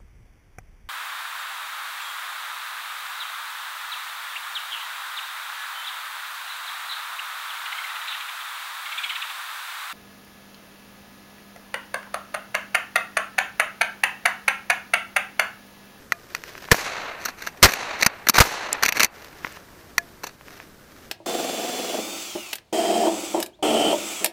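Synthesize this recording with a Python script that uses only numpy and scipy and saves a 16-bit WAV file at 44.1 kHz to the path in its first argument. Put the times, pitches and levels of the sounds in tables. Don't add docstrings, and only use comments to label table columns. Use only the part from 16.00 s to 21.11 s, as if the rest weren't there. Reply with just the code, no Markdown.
import sys
import numpy as np
from scipy import signal
from scipy.fft import rfft, irfft, next_fast_len
from scipy.io import wavfile
from scipy.ndimage import map_coordinates

SR = 44100
rng = np.random.default_rng(int(sys.argv[2]) if len(sys.argv) > 2 else 0)


def store_wav(level_fs):
    pcm = np.round(np.clip(np.atleast_2d(level_fs), -1, 1) * 32767)
    wavfile.write(sys.argv[1], SR, pcm.T.astype(np.int16))


N = 225389
TIME = np.arange(N) / SR

# frequency in Hz, spectral level in dB.
BREEZE_COLOUR = [(25, -0.5), (90, 0.5), (300, 0.5), (450, -2), (750, -9), (1500, -8), (2500, -18.5),
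                 (5000, -18), (9000, -22), (15000, -20)]
GRASS_COLOUR = [(120, -48), (200, -26), (272, -15), (357, 0.5), (696, -1), (818, -6.5), (1660, 0.5),
                (3410, -8.5), (5970, -9), (8570, -23.5), (15000, -14.5)]
STEEL_COLOUR = [(40, -39), (250, -1), (700, 0.5), (1300, 1.5), (1900, 1), (2500, -0.5), (3300, -11.5),
                (4300, -0.5), (5000, -11), (6000, -2), (7500, -16.5), (10000, -20), (13000, -14.5),
                (15000, -20)]
MUZZLE_COLOUR = [(40, 10), (200, 0.5), (500, 2.5), (1200, 4.5), (2200, 2.5), (3200, -2.5), (4400, 0.5),
                 (6000, -5), (9000, -13), (15000, -10)]
ECHO_COLOUR = [(40, -17), (150, -15.5), (350, -7.5), (700, -0.5), (1200, -1), (2000, -1), (2600, -3),
               (3300, -10), (4200, -3), (5000, -8.5), (6200, -3.5), (8500, -15), (14000, -3.5)]
TICK_COLOUR = [(4200, -59), (5000, 0.5), (6000, -6.5), (8000, 9), (15000, -10)]

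# fastest moment in seconds, level in dB, half length in seconds.
GUN_SWINGS = [(0.57, -44, 0.2), (3.221, -51, 0.095), (3.49, -45.5, 0.09), (4.554, -51, 0.075),
              (5.03, -57, 0.056)]
# centre in seconds, depth in dB.
BACKGROUND_DIPS = [(1.56, 1.5), (2.1, 4), (3.095, 8), (4.37, 4)]
# start in seconds, level in dB, hardness in dB per octave, place along the barrel from 0 to 1.
GUN_KNOCKS = [(0.1214, 5, 1.5, 0.29), (0.3493, -1.5, 5, 0.03), (0.438, -9.5, 9, 0), (0.553, -13.5, -7, 0.3),
              (0.643, -14, 3, 0.2), (0.687, -16, -22, 0), (3.4474, -4, -12, 0.03), (3.469, -12.5, -11, 0.2),
              (3.572, -20.5, -26, 0.15), (3.981, 8, 5.5, 0.49), (4.411, -19.5, -14, 0),
              (4.483, -13.5, 3, 0), (4.6011, -14.5, -1.5, 0.2)]
# start in seconds, level in dB, brightness in dB per octave,
# resonance of the struck part in Hz, lead of a first touch in seconds (0 for a clean hit).
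ACTION_CLACKS = [(0.7436, -13, -5, 1210, 0), (1.2539, -14, 21, 13000, 0), (1.2573, -14, 2, 1370, 0.0055),
                 (1.287, -24, -1, 1420, 0.0053), (1.4213, -24.5, 1, 1690, 0),
                 (1.472, -18.5, 1.5, 1750, 0.0054), (1.687, -12, -3, 1590, 0.0028),
                 (1.72, -15, 3.5, 2153, 0.011), (1.736, -9, 2.5, 2330, 0.045),
                 (2.012, -18, 1.5, 4250, 0.0028), (2.0294, -0.5, 1, 2060, 0.0052),
                 (2.0486, -19, 1, 1970, 0.002), (2.0645, 8.5, 1, 1726, 0.0022),
                 (2.2699, -14.5, -0.5, 1900, 0.0014), (2.2958, 11.5, 2.5, 12690, 0.0092),
                 (2.826, -13, 0, 1850, 0.0017), (2.8341, 0.5, 1, 1740, 0.0014),
                 (2.861, -6.5, 3, 2330, 0.0083), (2.8893, -4.5, 2, 2290, 0.007),
                 (2.9231, -12.5, 3.5, 2410, 0), (2.9719, -16, 0.5, 2310, 0.0035),
                 (3.004, 0.5, 1.5, 2230, 0.0077), (3.0317, 2, 4, 2170, 0), (3.0451, -0.5, 6, 2140, 0),
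                 (4.2397, -21, 1, 740, 0.0052), (4.269, -27, 2.5, 885, 0.0027)]
# start in seconds, blast level in dB, hold in seconds, resonance in Hz, recoil
# in dB, pressure in dB, seconds until the push turns to suction, rolling report in dB.
GUNSHOTS = [(0.7147, 4, 0.0037, 1700, 0.5, -3, 0.0067, -23),
            (1.6277, 19.5, 0.0068, 6043, -12, 3.5, 0.009, -21),
            (2.402, 8.5, 0.0031, 1237, 2.5, 4, 0.00672, -22)]
# start in seconds, level in dB, hold in seconds, T60 in seconds, resonance in Hz.
CAMERA_JOLTS = [(1.6421, 1, 0.0036, 0.046, 415), (1.654, -1.5, 0.0022, 0.051, 1860),
                (2.382, -1, 0.0047, 0.027, 1270), (2.4105, -1.5, 0.0014, 0.057, 1300)]
# frequency in Hz, T60 in seconds.
ECHO_DECAY = [(100, 4.8), (1000, 5.1), (2500, 3.46), (5000, 1.19), (8000, 0.86), (14000, 0.25)]
# delay in seconds, dB relative to the shot's pressure.
SLAP_ECHOES = [(0.049, -22.5), (0.067, -22.5), (0.114, -25.5)]
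# start in seconds, length in seconds, level at full speed in dB.
SLIDE_STROKES = [(1.195, 0.11, -38.5), (1.37, 0.12, -40.5), (1.984, 0.04, -34), (2.336, 0.054, -17),
                 (2.826, 0.029, -25), (2.946, 0.035, -24), (2.993, 0.055, -19), (4.223, 0.071, -47.5)]
# start in seconds, level in dB, brightness in dB per octave.
METAL_TICKS = [(2.7293, 4, -9.5), (3.525, -29, -2)]

# frequency in Hz, level in dB, T60 in seconds.
MOUNT_MODES = [(1080, -24.5, 0.023), (1440, -4.5, 0.0077), (1927, 0, 0.0076), (2410, -17, 0.015),
               (4530, -23.5, 0.0088), (5810, -9, 0.0025)]
BARREL_MODES = [(687, -44.5, 0.24), (1210, -53, 0.52), (1707, -28.5, 0.072), (2430, -30, 0.067)]
ACTION_MODES = [(1250, -44, 0.053), (1666, 0.5, 0.031), (2330, -44, 0.055), (2686, -14, 0.092),
                (4520, -23, 0.14), (4320, -25.5, 0.03887), (5750, -8.5, 0.045), (6160, -25, 0.07),
                (12400, -29, 0.037), (14100, -11.5, .04)]
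FRAME_MODES = [(465, 4, 0.03), (159, 2.5, 0.023)]


def amp(db):
    return 10 ** (np.asarray(db) / 20)


def unit(x):
    return x / np.sqrt(np.mean(x ** 2) + 1e-20)


def along(points, hz):
    knots, values = np.transpose(points)
    return np.interp(np.log(hz + 1), np.log(knots + 1), values)


def wobble(rate, size=N):
    return map_coordinates(rng.standard_normal(size // 20), [np.arange(size) * rate / SR], mode="wrap")


def swell(centre, half_length):
    return np.exp(-((TIME - centre) / half_length) ** 2)


def attack(t, rise_s):
    return 1 - np.exp(-t / rise_s)


def mode(hz, db, t60, t):
    return amp(db - 60 * t / t60) * np.sin(2 * np.pi * hz * t)


def noise(spectrum, size=N, tilt_db=0, peak_hz=1000, peak_db=0, octaves=0.37):
    hz = np.fft.rfftfreq(size, 1 / SR)
    pitch = np.log2(np.maximum(hz, 300) / peak_hz)
    colour = amp(along(spectrum, hz) + tilt_db * pitch + peak_db * np.exp(-(pitch / octaves) ** 2))
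    return unit(irfft(rfft(rng.standard_normal(size)) * colour, size))


def add(track, start, sound):
    part = track[round(start * SR):][:len(sound)]
    part += sound[:len(part)]


def breeze_and_grass(breeze_db=-49.5, resting_db=-56.5, grain_db=2.5, snaps_per_s=110, snap_db=-5):
    breeze = noise(BREEZE_COLOUR) * amp(breeze_db + 0.66 * wobble(5.6))
    rustle = unit(noise(GRASS_COLOUR) * amp(grain_db * wobble(450) + 2.4 * wobble(45)))
    breaks = (rng.random(N) < snaps_per_s / SR) * rng.exponential(size=N)
    snap_decay = amp(-60 * TIME[:SR // 50] / 0.018)
    snaps = unit(noise(GRASS_COLOUR) * signal.fftconvolve(breaks, snap_decay)[:N])
    motion = amp(resting_db) + sum(amp(db) * swell(centre, half) for centre, db, half in GUN_SWINGS)
    dip_db = sum(depth * swell(centre, half_length=0.026) for centre, depth in BACKGROUND_DIPS)
    return amp(-dip_db) * (breeze + motion * (rustle + amp(snap_db) * snaps))


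def knocks(crack_db=-17, crack_t60=0.016, halving_db=8.5):
    out, t = np.zeros(N), TIME[:SR // 3]
    for start, db, hardness, place in GUN_KNOCKS:
        sustain = 2 ** (min(db, 0) / halving_db)
        mount = sum(mode(hz, level + hardness * np.log2(hz / 2000) + rng.normal(0, 1), t60 * sustain, t)
                    for hz, level, t60 in MOUNT_MODES)
        barrel = sum(np.sin(np.pi * k * place) * mode(*row, t) for k, row in enumerate(BARREL_MODES, 1))
        crack = noise(STEEL_COLOUR, len(t), tilt_db=hardness)
        crack *= amp(crack_db - 60 * t / (crack_t60 * sustain))
        add(out, start, amp(db) * (mount + barrel + crack) * attack(t, 0.00053))
    return out


def action(touch_db=-7, hammer_lead_s=0.0055, hammer_db=-24, snap_db=-6, snap_t60=0.016, choke_db=20):
    out, t = np.zeros(N), TIME[:SR // 6]
    hits = [row[:4] for row in ACTION_CLACKS]
    touches = [(start - lead, db + touch_db, brightness, hz)
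               for start, db, brightness, hz, lead in ACTION_CLACKS if lead > 0]
    hammer_falls = [(start - hammer_lead_s, hammer_db, -2, 900) for start, *_ in GUNSHOTS]
    for start, db, brightness, hz in hits + touches + hammer_falls:
        snap = amp(snap_db - 60 * t / snap_t60) * noise(STEEL_COLOUR, len(t), tilt_db=brightness + 1.5)
        clack_t60 = 0.014 * 2 ** (-db / 20)
        clack = noise(STEEL_COLOUR, len(t), tilt_db=brightness, peak_hz=hz, peak_db=9.5)
        clack *= amp(-60 * t / clack_t60)
        ring = sum(mode(ring_hz * rng.normal(1, 0.0061), level + rng.normal(0, 2.1), t60, t)
                   for ring_hz, level, t60 in ACTION_MODES)
        ring /= 1 + amp(db + choke_db)
        add(out, start, amp(db) * (snap + clack + ring) * attack(t, 0.00049))
    return out


def blasts(blast_t60=0.031):
    out, t = np.zeros(N), TIME[:SR // 4]
    muzzle_bursts = [(start, db, hold, blast_t60, hz) for start, db, hold, hz, *_ in GUNSHOTS]
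    for start, db, hold, t60, hz in muzzle_bursts + list(CAMERA_JOLTS):
        envelope = amp(db - 60 * np.maximum(t - hold, 0) / t60) * attack(t, 0.00026)
        add(out, start, envelope * noise(MUZZLE_COLOUR, len(t), peak_hz=hz, peak_db=6.5))
    for start, *_, pressure_db, turn_s, _ in GUNSHOTS:
        half_length_s = 0.00061 + 0.13 * turn_s
        phase = (TIME - start - turn_s) / half_length_s
        strength = np.where(phase < 0, 0.55, 1.5)
        out -= amp(pressure_db) * strength * phase * np.exp(-phase ** 2 / 2)
    return out


def rolling_reports(lumpy_db=2.0, tree_line_s=0.34, thinning_db_per_s=34):
    out, t = np.zeros(N), TIME[:2 * SR]
    thinning_db = -thinning_db_per_s * np.clip(t - tree_line_s, 0, 0.33)
    for start, *_, report_db in GUNSHOTS:
        hz, age, bands = signal.stft(noise(ECHO_COLOUR, len(t)), SR, nperseg=256)
        bands *= amp(-60 * age / along(ECHO_DECAY, hz)[:, None])
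        roll = signal.istft(bands, SR, nperseg=256)[1][:len(t)]
        level_db = report_db + thinning_db + lumpy_db * wobble(157.5, len(t))
        add(out, start, roll * amp(level_db) * attack(t, 0.016))
    return out


def frame_thuds(recoil_lead_s=0.00434, stop_db=-23):
    out, t = np.zeros(N), TIME[:SR // 8]
    for start, *_, recoil_db, _, turn_s, _ in GUNSHOTS:
        shudder = sum(mode(hz, recoil_db + level, t60, t) for hz, level, t60 in FRAME_MODES)
        add(out, start + turn_s - recoil_lead_s, shudder)
    for start, clack_db, *_ in ACTION_CLACKS:
        add(out, start, mode(hz=223, db=clack_db + stop_db, t60=0.026, t=t))
    return out


def slapbacks(tilt_db=-4.0, t60=0.039):
    out, t = np.zeros(N), TIME[:SR // 8]
    for start, *_, pressure_db, _, _ in GUNSHOTS:
        for delay, level in SLAP_ECHOES:
            envelope = amp(pressure_db + level - 60 * t / t60) * attack(t, 0.00046)
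            add(out, start + delay, envelope * noise(ECHO_COLOUR, len(t), tilt_db=tilt_db))
    return out


def slide(speed_up_db=2, release_t60=0.046, chatter_db=4.0):
    envelope = np.zeros(N)
    for start, length, db in SLIDE_STROKES:
        t = np.maximum(TIME - start, 0)
        build_db = speed_up_db * np.minimum(t / length - 1, 0)
        release_db = -60 * np.maximum(t - length, 0) / release_t60
        envelope += amp(db + build_db + release_db) * attack(t, 0.0047)
    scrape = noise(STEEL_COLOUR, tilt_db=0.54, peak_hz=2000, peak_db=4.5)
    return envelope * unit(scrape * amp(chatter_db * wobble(450)))


def ticks(t60=0.0042):
    out, t = np.zeros(N), TIME[:SR // 20]
    for start, db, brightness in METAL_TICKS:
        envelope = amp(db - 60 * t / t60) * attack(t, 0.00025)
        add(out, start, envelope * noise(TICK_COLOUR, len(t), tilt_db=brightness))
    return out


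def scene():
    gunfire = blasts() + frame_thuds() + slapbacks() + rolling_reports()
    handling = slide() + action() + knocks() + ticks()
    return (gunfire + handling + breeze_and_grass())[None]


def record(dry, ceiling=0.59, knee=4, duck=10, lag_s=0.059, edge_hz=15000, top_hz=16478):
    pole = np.exp(-1 / (lag_s * SR))
    load = np.minimum(dry ** 2, ceiling ** 2)
    for _ in range(2):
        load = signal.lfilter([1 - pole], [1, -pole], load)
    ducked = dry / (1 + duck * np.abs(load))
    saturated = ducked / (1 + np.abs(ducked / ceiling) ** knee) ** (1 / knee)
    size = next_fast_len(N + SR // 4)
    hz = np.fft.rfftfreq(size, 1 / SR)
    low_pass = amp(np.interp(hz, [edge_hz, top_hz], [0, -40])) * (hz < top_hz)
    return irfft(rfft(saturated, size) * low_pass, size)[..., :N]


dry = scene()
out = record(dry)
store_wav(out)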